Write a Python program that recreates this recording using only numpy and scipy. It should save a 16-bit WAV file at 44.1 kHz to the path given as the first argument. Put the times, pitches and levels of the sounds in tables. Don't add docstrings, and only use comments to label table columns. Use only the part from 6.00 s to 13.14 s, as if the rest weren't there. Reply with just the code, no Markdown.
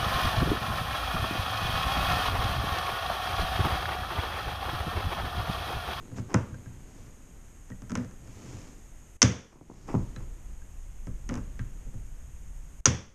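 import sys
import numpy as np
from scipy import signal
from scipy.fft import rfft, irfft
from scipy.io import wavfile
from scipy.ndimage import uniform_filter1d, minimum_filter1d

SR = 44100
rng = np.random.default_rng(int(sys.argv[2]) if len(sys.argv) > 2 else 0)


def digitize_waveform(pressure):
    field = np.atleast_2d(pressure).T
    bounded = np.clip(field, -1, 1)
    quanta = np.round(bounded * 32767).astype(np.int16)
    wavfile.write(sys.argv[1], SR, quanta)


N = 314874
TIME = np.arange(N) / SR
HALF_SECOND = TIME[:SR // 2]
ROOM_T60_S, FIRST_ECHO_S = 0.4, 0.0032

# moment in seconds, level in dB, delay of the jaws' recoil in seconds,
# recoil in dB relative to the break, pitch ratio of the jaws, force of the recoil on the hull in dB.
MANDREL_BREAKS = [(3.2198, -1.1, .0075, -4.5, .965, -6), (6.858, -1, .005, -8.5, 1.024, -7)]


def from_db(db):
    return 10 ** (np.asarray(db) / 20)


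def rms_one(x):
    return x / np.sqrt(np.mean(x ** 2) + 1e-20)


def loudest_one(x):
    power = uniform_filter1d(x ** 2, SR // 100, mode="constant")
    return x / np.sqrt(power.max())


def level(curve):
    return from_db(np.interp(TIME, *np.transpose(curve)))


def at_hz(points, hz):
    known_hz, db = np.transpose(points)
    octaves_beyond = np.log2(np.maximum(hz / known_hz[-1], 1))
    return np.interp(np.log(hz + 1e-9), np.log(known_hz), db) - 10 * octaves_beyond


def colour(x, spectrum):
    size = min(len(x), SR // 2) // 2 * 2
    hz = np.linspace(0, SR / 2, size // 2 + 1)
    cepstrum = irfft(np.log(from_db(at_hz(spectrum, hz))))
    cepstrum[1:size // 2] *= 2
    response = irfft(np.exp(rfft(cepstrum[:size // 2], size)))
    return signal.oaconvolve(x, response[:size // 2])[:len(x)]


def noise(spectrum):
    return rms_one(colour(rng.standard_normal(N), spectrum))


def fade(t, t60):
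    return np.exp(-np.log(1000) * t / t60)


def ring(t, hz, db, t60):
    return from_db(db) * np.sin(2 * np.pi * hz * t) * fade(t, t60)


def add(track, s, sound):
    start = round(s * SR)
    track[start:start + len(sound)] += sound[:N - start]


def struck(modes, spread_db, swell_s):
    t = HALF_SECOND
    sound = np.zeros(len(t))
    for k, (hz, db, t60) in enumerate(modes):
        weight_db = db + spread_db * rng.standard_normal()
        sound += (-1) ** k * ring(t, hz, weight_db, t60)
    return loudest_one(sound * (1 - np.exp(-t / swell_s)))


def diffuse(t60):
    t = HALF_SECOND
    onset = np.clip(t / FIRST_ECHO_S - 1, 0, 1)
    tail = rng.standard_normal(len(t)) * fade(t, t60) * onset
    return tail / np.linalg.norm(tail)


def impact(t60):
    t = HALF_SECOND
    grains = rfft(rng.standard_normal(len(t)) * fade(t, t60))
    flat = irfft(grains / np.abs(grains), len(t))
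    even = flat * np.minimum(1, 2 * fade(t, t60))
    return even / np.linalg.norm(even)


def blow(spectrum, t60, room_db):
    direct_and_room = impact(t60) + from_db(room_db) * diffuse(ROOM_T60_S)
    return loudest_one(colour(direct_and_room, spectrum))


def camera():
    # time in seconds, rumble level in dB.
    rumbling = [(0, -49), (3.1, -48), (3.8, -47), (3.95, -35.5), (4.7, -43), (5.2, -37.5), (6.2, -39.5),
                (7.14, -42.5)]
    # frequency in Hz, relative level in dB per Hz.
    rumble_spectrum = [(12, -6), (22, -2), (32, 0.5), (45, -7), (62, -9.5), (90, -19), (200, -30.5),
                       (600, -96)]
    hiss_spectrum = [(30, 25), (200, 5.5), (500, 4.5), (1000, 2), (2000, 0), (3000, -3.5), (4300, -14),
                     (5900, -5), (6550, 7.5), (7400, -0.5), (9000, -3), (10500, -11.5), (12500, -6.5),
                     (14500, -29)]
    hiss_db = -56.5
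    return level(rumbling) * noise(rumble_spectrum) + from_db(hiss_db) * noise(hiss_spectrum)


def friction(spectrum, slips_per_s, spread_db):
    slips = (rng.random(N) < slips_per_s / SR) * rng.standard_normal(N)
    uneven = slips * from_db(spread_db * rng.standard_normal(N))
    return rms_one(colour(uneven, spectrum))


def handling():
    # start in seconds, end in seconds, level at mid-swell in dB.
    scrapes = [(0.156, 0.226, -49.5), (0.27, 0.393, -39.5), (1.883, 2.076, -49), (3.468, 3.63, -51),
               (3.86, 3.97, -41), (4.15, 4.262, -55), (5.274, 5.427, -43)]
    # fastest moment in seconds, duration in seconds
    # (between the points at 1/e of the peak), peak level of the swish in dB.
    slides = [(0.183, 0.05, -53), (0.995, 0.29, -64.5), (2.52, 0.45, -55.5), (3.85, 0.45, -59.5)]
    # time in seconds, level in dB before the rub trim.
    rub_curve = [(0.0, -47.5), (0.18, -45.5), (0.34, -47), (1.05, -53.5), (1.75, -59), (1.95, -51),
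                 (3.04, -58.5), (3.88, -58.5), (4.08, -48.5), (4.49, -56.5), (4.93, -62), (5.45, -50.5),
                 (6.38, -61.5), (6.96, -57.5), (7.14, -64)]
    # frequency in Hz, relative level in dB per Hz.
    scrape_spectrum = [(100, -4), (300, 13), (650, 2.5), (1000, 4.5), (1800, -9.5), (2600, -10),
                       (4000, -28), (5500, -14), (10000, -42)]
    swish_spectrum = [(300, 5), (1200, -0.5), (2500, -1), (4000, -8.5), (5300, -1), (6800, 3), (8000, -7),
                      (12000, -26)]
    rub_spectrum = [(50, -25), (80, 1), (110, 3), (155, -2.5), (190, -5), (260, -3.5), (400, -11.5),
                    (700, -20), (2000, -30), (4000, -35.5)]
    rub_trim_db = -1.5
    slide_rub_db = 10

    shifting = np.zeros(N)
    for start, end, db in scrapes:
        progress = np.clip((TIME - start) / (end - start), 0, 1)
        shifting += from_db(db) * np.sin(np.pi * progress) ** 2
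    sliding = np.zeros(N)
    for s, duration, db in slides:
        sliding += from_db(db) * np.exp(-(2 * (TIME - s) / duration) ** 2)
    rubbing = np.hypot(from_db(rub_trim_db) * level(rub_curve), from_db(slide_rub_db) * sliding)

    scrape = shifting * friction(scrape_spectrum, slips_per_s=1500, spread_db=2.5)
    swish = sliding * friction(swish_spectrum, slips_per_s=7700, spread_db=0.5)
    rub = rubbing * friction(rub_spectrum, slips_per_s=5000, spread_db=1.5)
    return scrape + swish + rub


def clack(pitch):
    # frequency in Hz, relative level in dB per Hz.
    clack_spectrum = [(400, -13), (770, -11), (1020, -2.5), (1300, -0.5), (1620, -2), (2000, -10.5),
                      (2500, -12), (3400, -18), (5000, -39)]
    # frequency in Hz, relative level in dB, t60 in seconds.
    handle_modes = [(1028, 0.5, 0.047), (1150, -9.5, 0.031), (1319, 1, 0.056), (1596, -4, 0.048),
                    (1790, -4, 0.034), (2180, -10.5, 0.032), (2410, -10, 0.037)]
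    handle_ring_db = -3
    modes = [(hz * pitch, db, t60) for hz, db, t60 in handle_modes]
    knock = blow([(hz * pitch, db) for hz, db in clack_spectrum], t60=0.027, room_db=-6)
    return knock + from_db(handle_ring_db) * struck(modes, spread_db=2.0, swell_s=0.00071)


def fiddling():
    # time in seconds, level in dB, pitch ratio.
    slack_knocks = [(.343, -27, .83), (.183, -49, .9), (1.956, -40, 1.2), (3.888, -46, .78),
                    (3.899, -48, .75), (3.95, -42, .75), (4.162, -53, 1.3), (5.296, -46, 1.2),
                    (5.593, -48.5, 1.22)]
    # time in seconds, frequency in Hz, starting level in dB.
    link_chimes = [(.543, 1580, -44), (.66, 1610, -50), (1.719, 1900, -44), (4.162, 4020, -48.5),
                   (4.62, 1620, -53.5), (5.593, 1750, -49)]
    # time in seconds, level in dB.
    rivet_taps = [(3.557, -43), (3.611, -38.5), (3.699, -36), (3.713, -37.5), (3.888, -40), (3.9415, -25),
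                  (3.9494, -24)]
    # frequency in Hz, relative level in dB per Hz.
    tap_spectrum = [(70, -12), (130, 12.5), (300, 10), (550, -3.5), (950, -3.5), (1350, -17), (1900, -34)]
    out = np.zeros(N)
    for s, db, pitch in slack_knocks:
        add(out, s, from_db(db) * clack(pitch))
    for s, hz, db in link_chimes:
        add(out, s, ring(TIME[:SR // 4], hz, db, t60=.048))
    for s, db in rivet_taps:
        add(out, s, from_db(db) * blow(tap_spectrum, t60=.025, room_db=-7.0))
    return out


def knocks():
    # time in seconds, force in dB, hardness from
    # 0 (plastic on plastic) to 1 (steel on steel), depth in dB (+ on the soft open wall, - on the stiff rim).
    contacts = [(.115, -43, .16, 0), (.183, -35, .43, -2.5), (.3426, -20.5, 0.75, -1.5),
                (.510, -42, .05, 7), (.544, -45.5, .53, 1), (.659, -42, .28, 6), (1.484, -64, .95, 4),
                (1.702, -40.5, .5, -4), (1.82, -44, 0.66, -2.5), (1.8965, -46, 0.9, -9),
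                (1.905, -39.5, 0.71, 3), (1.918, -34, 0.66, -11.5), (1.9535, -34.5, 0.98, -5),
                (1.974, -32.5, 0.58, -11), (1.998, -40, 0.3, -8), (2.046, -44, 0.65, -9),
                (2.111, -59, .99, 2), (2.275, -50, 0.71, 0), (3.916, -50, 0.53, -3), (3.95, -28.5, .02, 0),
                (4.162, -39.5, .58, 1.5), (5.07, -38.5, 0.47, -1), (5.291, -38, .92, -5),
                (5.309, -35.5, .35, -11), (5.3405, -37, 0.78, 4), (5.354, -38.5, 0.76, -5),
                (5.375, -38, .52, -0.5), (5.592, -34.5, 0.39, 6.5), (5.865, -50, .1, -2),
                (5.94, -42, .05, 3.5)]
    # frequency in Hz, relative level in dB at depth 0, t60 in seconds.
    hull_modes = [(82.8, -7, 0.29), (109.7, 1.5, .21), (127.1, -3.5, 0.26), (148.1, -6.5, .16),
                  (186.7, -3.5, .2), (242.4, 1, 0.13), (277, -9.5, 0.099), (304, -12, 0.092),
                  (364, -16, 0.18), (428, -20.5, 0.1), (503.8, -20, 0.17), (636, -23, .15)]
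    # frequency in Hz, relative level in dB per Hz.
    tick_spectrum = [(600, -30.5), (1500, -3), (2400, -3), (3400, -9), (4200, -11), (5000, 0.5),
                     (6400, 4.5), (7600, -5.5), (10000, -16), (14000, -39)]
    thud_spectrum = [(70, -19.5), (135, -1), (190, 7.5), (260, 4), (380, -7.5), (520, -1), (720, -16.5),
                     (950, -16.5), (1300, -20.5), (2000, -37), (4000, -48.5)]
    # dB at hardness 0, dB gained at hardness 1; harder is brighter.
    shares = (6.5, -6.5), (-6.5, 6), (-27, 21.5), (-38, 34)
    deep_hz = 160
    thud_loss = 1.2
    kick_lag_s, kick_hardness = .0025, .56

    kicks = [(s + recoil_s + kick_lag_s, kick_db, kick_hardness, 0)
             for s, _, recoil_s, _, _, kick_db in MANDREL_BREAKS]
    out = np.zeros(N)
    for s, force_db, hardness, depth_db in list(contacts) + kicks:
        boom_db, thud_db, clack_db, tick_db = (
            force_db + soft_db + gained_db * hardness for soft_db, gained_db in shares)
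        thud_db -= thud_loss * max(depth_db, 0)
        hull = [(hz, db + depth_db * (hz < deep_hz), t60) for hz, db, t60 in hull_modes]
        add(out, s, from_db(tick_db) * blow(tick_spectrum, t60=0.012, room_db=-13.0))
        add(out, s, from_db(clack_db) * clack(1))
        add(out, s, from_db(thud_db) * blow(thud_spectrum, t60=0.063, room_db=-4))
        add(out, s, from_db(boom_db) * struck(hull, spread_db=2.0, swell_s=.02))
    return out


def snaps(crack_db, scatter_db, room_db):
    # frequency in Hz, relative level in dB, t60 in seconds.
    jaw_modes = [(4920, -7, 0.0035), (5800, 0.5, 0.0082), (6290, 1, 0.008)]
    # frequency in Hz, relative level in dB per Hz.
    crack_spectrum = [(150, -12), (400, 1), (730, -15), (1050, 1.5), (1400, 2.5), (2000, -3.5), (3400, -6),
                      (4000, -9.5), (5000, -1), (6700, 2.5), (7600, -12.5), (10000, -24), (13000, -44)]
    # frequency in Hz, relative level in dB.
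    echo_spectrum = [(480, 6), (700, 0), (2000, 0.5), (2900, -3), (3450, 0), (3900, -12.5), (5100, -6),
                     (5750, 1.5), (6600, -0.5), (7100, -11.5), (10500, -33)]
    tear_lead_s, tear_db = .0015, 0
    bounce_s, bounce_db = .0023, -11
    cockpit_t60_s = .14

    out = np.zeros(N)
    for s, db, recoil_s, recoil_db, pitch, _ in MANDREL_BREAKS:
        ringing = sum(ring(HALF_SECOND, hz * pitch, mode_db, t60) for hz, mode_db, t60 in jaw_modes)
        jaws = loudest_one(colour(ringing, crack_spectrum))
        tear, parting = (-tear_lead_s, tear_db), (0, 0)
        recoil, bounce = (recoil_s, recoil_db), (recoil_s + bounce_s, bounce_db)
        for lag_s, part_db in (tear, parting, recoil, bounce):
            crack = loudest_one(colour(impact(t60=0.013), crack_spectrum))
            add(out, s + lag_s, from_db(db + part_db) * (jaws + from_db(crack_db) * crack))
        cockpit = loudest_one(colour(diffuse(cockpit_t60_s), crack_spectrum))
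        room = loudest_one(colour(diffuse(ROOM_T60_S), echo_spectrum))
        add(out, s, from_db(db + scatter_db) * cockpit)
        add(out, s, from_db(db + room_db) * room)
    return out


def scene():
    breaks = snaps(crack_db=-4.0, scatter_db=-12, room_db=-14)
    work = knocks() + breaks + fiddling() + handling()
    return (work + camera())[None]


def limiter(x, threshold_db, creep_db_per_s):
    ahead, hold = round(.044 * SR), round(.69 * SR)
    level_db = 10 * np.log10(np.abs(uniform_filter1d(x ** 2, SR // 100)) + 1e-12)
    excess_db = np.pad(level_db[ahead:], (0, ahead), mode="edge") - threshold_db
    creep_db = creep_db_per_s * TIME
    peak_db = -minimum_filter1d(-(excess_db + creep_db), hold, origin=(hold - 1) // 2, mode="nearest")
    held_db = peak_db - creep_db
    return x * from_db(-uniform_filter1d(np.maximum(held_db, 0), SR // 250))


def hold_peaks(x, top):
    span = SR // 1500
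    gain = minimum_filter1d(top / np.maximum(np.abs(x), top), 2 * span)
    return x * uniform_filter1d(gain, span)


def record(dry):
    cutoff_hz = 14000
    ducked = limiter(dry[0], threshold_db=-11.5, creep_db_per_s=13)
    limited = hold_peaks(ducked, top=.79)
    low_pass = signal.ellip(8, .1, 80, cutoff_hz, fs=SR, output="sos")
    return signal.sosfilt(low_pass, limited)[None]


dry = scene()
out = record(dry)
digitize_waveform(out)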